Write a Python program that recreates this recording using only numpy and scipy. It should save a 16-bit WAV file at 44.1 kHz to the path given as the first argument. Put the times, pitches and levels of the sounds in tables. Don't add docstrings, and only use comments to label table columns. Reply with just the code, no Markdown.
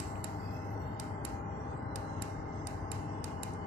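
import sys
import numpy as np
from scipy import signal
from scipy.io import wavfile
from scipy.ndimage import uniform_filter1d

SR = 44100
rng = np.random.default_rng(int(sys.argv[2]) if len(sys.argv) > 2 else 0)


def invert_db(x):
    u = np.asarray(x, float) / 20
    return 10 ** u


def to_wav(s):
    ch = np.atleast_2d(s).T
    pcm = np.round(np.clip(ch, -1, 1) * 32767)
    wavfile.write(sys.argv[1], SR, pcm.astype(np.int16))


N = 161406

# (frequency [Hz], correlation [0-1])
PORT_LIKENESS = [(30, .995), (150, 0.91), (300, 0.84), (550, 0.24), (800, 0.19), (1400, 0.047),
                 (6000, 0.19)]
# (frequency [Hz], level [dB])
PORT_LEAN = [(30, 1), (60, 4), (200, 4), (500, 1.5), (1300, -0.5), (2400, 0), (4300, -9.5), (8000, -19)]
# (frequency [Hz], density [dB per Hz])
RUMBLE = [(25, -54), (42, -27), (62, -1.5), (130, -3), (220, -9.5), (300, -8.5), (370, -14.5), (450, -9.5)]
# (frequency [Hz], density [dB per Hz])
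RUSH = [(450, 0), (730, -7.5), (800, -1.5), (1500, -9.5), (1850, -17.5), (2080, -10), (2250, -30.5),
        (2500, -43)]
# (frequency [Hz], density [dB per Hz])
HISS = [(2300, 2), (2900, 9), (3350, 0), (4000, -2.5), (5700, 0.5), (6800, -6.5), (7800, -7),
        (10500, -23.5)]
# (time [s], level [dB])
RUB = [(0, 0), (.3, 1), (.45, 5), (.65, 2.5), (.8, 1.5), (.95, -2.5), (1.3, 0), (1.42, -4), (1.55, 0),
       (1.7, 1.5), (1.85, -4), (2.1, 3.5), (2.45, 0.5), (2.6, 0.5), (2.85, 0), (3.1, 1), (3.4, 0),
       (3.66, -4.5)]
# (multiple of shaft speed [count], rms level [dB])
FAN_ORDERS = [(5, -65), (10, -61.5), (16, -59), (39, -58), (41, -59), (49, -58), (50, -51), (52, -61),
              (54, -56), (55, -60.5), (57, -60.5), (66, -59), (80, -65.5), (110, -68.5)]
# (frequency [Hz], rms level [dB])
HUM = [(100, -47.5), (200, -72.5), (300.3, -56), (401, -59)]
# (time [s], width [s], level [dB])
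PASSING = (2.5, .3, -51)
# (time [s], length [s], start pitch [Hz], end pitch [Hz], level [dB])
WHINES = [(.04, .17, 12800, 11800, -74), (.03, .2, 14000, 13900, -74), (.16, .08, 11150, 11350, -72),
          (.27, .15, 13350, 14000, -71), (.38, .13, 13050, 13400, -69), (.42, .07, 12400, 12450, -75),
          (.36, .17, 11400, 11400, -74), (.485, .11, 13150, 12850, -64), (.57, .14, 12950, 12950, -75),
          (.6, .15, 12050, 12100, -76), (.69, .07, 13100, 13050, -68), (.77, .1, 12850, 12900, -73),
          (.75, .14, 11900, 11950, -73), (.84, .08, 11600, 11000, -71), (.87, .1, 11900, 11400, -75)]
# (frequency [Hz], level [dB], t60 [s])
SPRING = [(7660, -49.5, 0.81), (9200, -58.5, .4)]

# (frequency [Hz], level [dB])
TAIL_COLOUR = [(1500, 9), (3000, 7.5), (3400, -4), (3900, 5.5), (7500, 3), (9500, -2), (13900, -9),
               (14600, -29)]
# (frequency [Hz], t60 [s])
TAIL_T60 = [(2000, 0.27), (5000, 0.47), (8000, 0.55), (14000, 0.51)]
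# (frequency [Hz], level [dB])
TAIL_FAR = [(2000, 1), (4000, -10.5), (8000, -9.5), (14000, -43)]
# (frequency [Hz], level [dB])
SHADOW = [(1500, -4), (3000, -8), (4500, -17), (6000, -14), (8000, -20), (11000, -19), (14000, -18)]

# (time [s], snap level [dB], room tail level [dB])
PRESSES = [
    (.0004, -35.5, -50),
    (.9980, -34, -54),
    (1.958, -34, -55.5),
    (2.6706, -34.5, -54),
    (3.242, -34.5, -53.5),
]
# (time [s], snap level [dB], room tail level [dB])
RELEASES = [
    (0.2421, -32, -53),
    (1.2499, -32.5, -52.5),
    (2.2210, -32, -52.5),
    (2.9164, -32.5, -51.5),
    (3.4324, -31.5, -52.5),
]
# (time [s], snap level [dB], room tail level [dB])
TICKS = [
    (3.098, -71, -89),
    (3.150, -74, -69),
    (3.5362, -52.5, -85),
    (3.612, -76, -86),
]
# (time [s], snap level [dB], room tail level [dB])
DESK_TAPS = [
    (.155, -51.5, -61),
]
# (frequency [Hz], level [dB], t60 [s])
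PRESS_MODES = [(7470, -7, .03), (3850, -4, .04), (4530, -1, .035), (5070, -1, .03), (5960, -6, .03),
               (6600, -5, .03), (5400, -7, .02), (8080, -2, .05), (8750, 1, .016), (9400, -1, .016),
               (10650, -2, .012), (11800, -12, .015), (12850, -14, .025), (14150, -16, .03)]
# (frequency [Hz], level [dB], t60 [s])
RELEASE_MODES = [(3880, -4, .03), (4520, -4, .03), (5250, -6, .02), (5960, -3, .025), (6700, -8, .02),
                 (7350, 4, .07), (8500, -2, .015), (9400, -2, .012), (10000, 4, .014), (11230, 1, .03),
                 (11800, -8, .02), (12400, -14, .015), (14050, -17, .02)]
# (frequency [Hz], level [dB], t60 [s])
LEAF_MODES = [(11200, 4, 0.028), (7750, 0, .08), (2746, -12.5, 0.092)]
# (frequency [Hz], level [dB], t60 [s])
DESK_MODES = [(1745, 3.5, 0.014), (2340, -10, 0.02), (2540, 2.5, 0.027), (2920, -3.5, 0.055)]
# (delay [s], level [dB])
PRESS_BOUNCES = [
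    (0, 0),
    (.0011, -6),
    (.0018, -11),
]
# (delay [s], level [dB])
RELEASE_BOUNCES = [
    (0, 0),
    (.0020, -6),
]
ONE_CONTACT = PRESS_BOUNCES[:1]

# (frequency [Hz], level per bin [dB])
GATE = [(1500, -110), (2300, -97), (3000, -92), (3350, -83), (3750, -90), (8000, -86), (10000, -91),
        (14000, -95)]


def evened(x):
    return x / np.sqrt(np.mean(abs(x) ** 2) + 1e-20)


def read(points, hz):
    f, value = np.transpose(points)
    return np.interp(np.log(hz + 1), np.log(f + 1), value, left=value[0], right=value[-1])


def ports(far_db, near_db=0):
    return invert_db(np.array([[far_db], [near_db]]))


def add(mix, s, sound):
    part = mix[:, max(round(s * SR), 0):][:, :sound.shape[1]]
    part += sound[:, :part.shape[1]]


def blobs(frames, bins, wide, long):
    field = rng.standard_normal((frames, bins)).T
    for _ in range(2):
        field = uniform_filter1d(field, wide, 0)
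        field = uniform_filter1d(field, long, 1)
    return evened(field)


def air(colour, size, patchy_db):
    frames, hz = N // (size // 4) + 5, np.fft.rfftfreq(size, 1 / SR)
    a, b, c, d = rng.standard_normal((frames, len(hz), 4)).T
    same = np.clip(read(PORT_LIKENESS, hz), -1, 1)[:, None]
    left = a + 1j * b
    right = same * left + np.sqrt(1 - same ** 2) * (c + 1j * d)
    lean = read(PORT_LEAN, hz)[:, None] / 2
    inside = ((hz >= colour[0][0]) & (hz < colour[-1][0]))[:, None]
    patch = patchy_db * blobs(frames, len(hz), wide=3, long=30)
    level_db = read(colour, hz)[:, None] + np.array([lean, -lean]) + patch
    z = np.array([left, right]) * inside * invert_db(level_db)
    x = signal.istft(z, nperseg=size, noverlap=size - size // 4)[1][:, :N]
    return x / np.sqrt(np.mean(x.mean(0) ** 2))


def rumble():
    return invert_db(-43) * air(RUMBLE, size=4096, patchy_db=0.5)


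def passing():
    s, width, db = PASSING
    band = signal.butter(2, (42, 62), "bandpass", fs=SR, output="sos")
    low = evened(signal.sosfilt(band, rng.standard_normal(N)))
    swell = np.exp(-((np.arange(N) / SR - s) / width) ** 2)
    return ports(db + 1, db - 1) * low * swell


def fan_and_hum():
    fan_hz = 16.005
    t, out = np.arange(N) / SR, np.zeros((2, N))
    for hz, db in [(round(order) * fan_hz, db) for order, db in FAN_ORDERS] + HUM:
        p = rng.random(6) * 2 * np.pi
        sway = sum(np.sin(2 * np.pi * f * t + q) for f, q in zip((0.482, 1.24, 2.936, 5.1), p))
        lag = (1 - np.clip(read(PORT_LIKENESS, hz), 0, 1)) * 2.14
        for k, side in enumerate((1, -1)):
            level = invert_db(db + 2.5 + side * read(PORT_LEAN, hz) / 2 + 0.97 * sway)
            out[k] += level * np.sin(2 * np.pi * hz * t + p[4] + 0.3 * sway + side * lag / 2)
    return out


def air_rush():
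    return invert_db(-50.5) * air(RUSH, size=2048, patchy_db=2.0)


def hiss():
    rub_db = np.interp(np.arange(N) / SR, *np.transpose(RUB))
    return invert_db(-69 + rub_db) * air(HISS, size=1024, patchy_db=5.5)


def whine():
    fuzz_db, arch_hz = -6, 170
    out = np.zeros((2, N))
    for s, length, from_hz, to_hz, db in WHINES:
        u = np.arange(0, 1, 1 / (length * SR))
        arch = np.sin(np.pi * u)
        hz = from_hz + (to_hz - from_hz) * u + arch_hz * arch
        fuzz = uniform_filter1d(rng.standard_normal(len(u)), size=45)
        fuzz = evened(uniform_filter1d(fuzz, size=30))
        swell = (arch + invert_db(fuzz_db) * fuzz) * arch ** 0.33
        add(out, s, ports(db - 19, db) * swell * np.sin(2 * np.pi * np.cumsum(hz) / SR))
    return out


def spring():
    t = np.arange(N) / SR
    wobble = 0.84 + 0.71 * evened(uniform_filter1d(rng.standard_normal(N), size=90))
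    ring = sum(invert_db(db - 60 * t / t60) * np.sin(2 * np.pi * hz * t) for hz, db, t60 in SPRING)
    return ring * wobble * ports(-20)


def room_tail(db):
    bend, rise_s = 1.29, 0.0016
    hz, t, z = signal.stft(rng.standard_normal((2, SR // 2)), SR, nperseg=256)
    fall_db = -60 * (t / read(TAIL_T60, hz)[:, None]) ** bend
    z = z * invert_db(read(TAIL_COLOUR, hz)[:, None] + fall_db) * (hz > 1200)[:, None]
    z[0] *= invert_db(read(TAIL_FAR, hz))[:, None]
    x = signal.istft(z, SR, nperseg=256)[1]
    return invert_db(db) * x * np.clip(np.arange(x.shape[1]) / SR / rise_s, 0, 1)


def finger_damping(t, hold_s):
    damp_s, damped_db, settle_s, settled_db = .0006, -13, .0085, -12
    choke_db = damped_db / (1 + np.exp(-(t - hold_s) / damp_s * 2))
    settle_db = settled_db / (1 + np.exp(-(t - settle_s) / damp_s))
    return invert_db(choke_db + settle_db)


def contact_crack(t, bounces, band):
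    crack = evened(signal.sosfilt(band, rng.standard_normal((2, len(t))))) * np.exp(-t / 0.00025)
    out = np.zeros((2, len(t)))
    for late, hit_db in bounces:
        add(out, late, invert_db(hit_db) * crack)
    return out


def mode_ring(t, modes, bounces, turns):
    far_delay_s, vary_db, rise_turns = 0.000435, 1.1, 1.1
    vary, ring = rng.standard_normal(len(modes)), np.zeros((2, len(t)))
    for m, (hz, mode_db, t60) in enumerate(modes):
        pitch_hz = hz * (1 + 0.0036 * vary[m])
        paths = (far_delay_s, read(SHADOW, hz)), (0, 0)
        for (late, hit_db), turn in zip(bounces, turns[m]):
            for k, (lag, loss_db) in enumerate(paths):
                u = np.maximum(t - late - lag, 0)
                rise = 1 - np.exp(-u * hz / rise_turns)
                fall = invert_db(mode_db + hit_db + loss_db + vary_db * vary[m] - 60 * u / t60)
                ring[k] += rise * fall * np.sin(2 * np.pi * pitch_hz * u + turn[k])
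    return ring / np.sqrt(np.mean(ring[1, :180] ** 2))


def leaf_creep(band):
    before_s = (np.arange(500) - 500) / SR
    return evened(signal.sosfilt(band, rng.standard_normal(500))) * np.exp(before_s / 0.0046)


def snaps(events, modes, bounces, hold_s, crack_db=-99):
    creep_db = -20
    out, t = np.zeros((2, N)), np.arange(1800) / SR
    turns = rng.random((len(modes), len(bounces), 2)) * 2 * np.pi
    damp = finger_damping(t, hold_s)
    band = signal.butter(3, (3600, 12500), "bandpass", fs=SR, output="sos")
    crack = contact_crack(t, bounces, band) * ports(crack_db - 19, crack_db)
    for s, db, tail_db in events:
        ring = mode_ring(t, modes, bounces, turns)
        add(out, s, invert_db(db) * damp * (crack + ring))
        add(out, s, room_tail(tail_db))
        creep = leaf_creep(band)
        if s > 500 / SR:
            near_db = db + crack_db + creep_db
            add(out, s - 500 / SR, ports(near_db - 16, near_db) * creep)
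    return out


def desk_knocks():
    knocks = [(s, db - 15, -120) for s, db, _ in PRESSES + RELEASES]
    return snaps(knocks + DESK_TAPS, DESK_MODES, ONE_CONTACT, hold_s=.0041)


def fingertip_ticks():
    return snaps(TICKS, PRESS_MODES[4:10], ONE_CONTACT, hold_s=0.0043, crack_db=-9)


def button():
    leaves = [(s, db - 8, -120) for s, db, _ in RELEASES]
    down = snaps(PRESSES, PRESS_MODES, PRESS_BOUNCES, hold_s=.0041, crack_db=-1)
    up = snaps(RELEASES, RELEASE_MODES, RELEASE_BOUNCES, hold_s=.0042, crack_db=-1)
    return down + up + snaps(leaves, LEAF_MODES, ONE_CONTACT, hold_s=0.0069)


def scene():
    room = rumble() + passing() + fan_and_hum() + air_rush() + hiss()
    small_rings = whine() + spring()
    return room + small_rings + desk_knocks() + fingertip_ticks() + button()


def gate(x):
    shut_db, wander_db, soft_db, far_db = -40, 6, .6, -1
    self_noise_db, self_patch_db, self_top_hz, mask_db = -110, 7, 14300, -30
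    hz, t, z = signal.stft(x, SR, nperseg=512, noverlap=384)
    recent = uniform_filter1d(abs(z) ** 2, size=3, axis=1)
    recent = signal.lfilter([.15], [1, -.85], recent, axis=2)
    wander = np.array([blobs(len(t), len(hz), wide=2, long=24) for _ in x])
    limit_db = read(GATE, hz)[:, None] + np.array([far_db, 0])[:, None, None] + wander_db * wander
    over = np.clip((10 * np.log10(recent + 1e-20) - limit_db) / soft_db, -30, 30)
    a, b = rng.standard_normal(z.shape[::-1] + (2,)).T
    patch = np.array([blobs(len(t), len(hz), wide=2, long=22) for _ in x])
    own_db = self_noise_db + self_patch_db * np.minimum(patch, .4) - 14 * (patch < -.6)
    own = (a + 1j * b) * invert_db(own_db) * (hz < self_top_hz)[:, None]
    busy = uniform_filter1d(1 / (1 + np.exp(-over)), size=31, axis=1)
    busy = uniform_filter1d(busy, size=15, axis=2)
    own = own * invert_db(mask_db * np.minimum(2 * busy, 1))
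    gated = z * invert_db(shut_db / (1 + np.exp(over)))
    return signal.istft(gated + own, SR, nperseg=512, noverlap=384)[1][:, :N]


def roll_off(x):
    return signal.sosfilt(signal.butter(12, 15600, fs=SR, output="sos"), x)


def record(dry):
    top = signal.butter(12, 14450, fs=SR, output="sos")
    mix = gate(signal.sosfilt(top, dry))
    return roll_off(mix)


dry = scene()
out = record(dry)
to_wav(out)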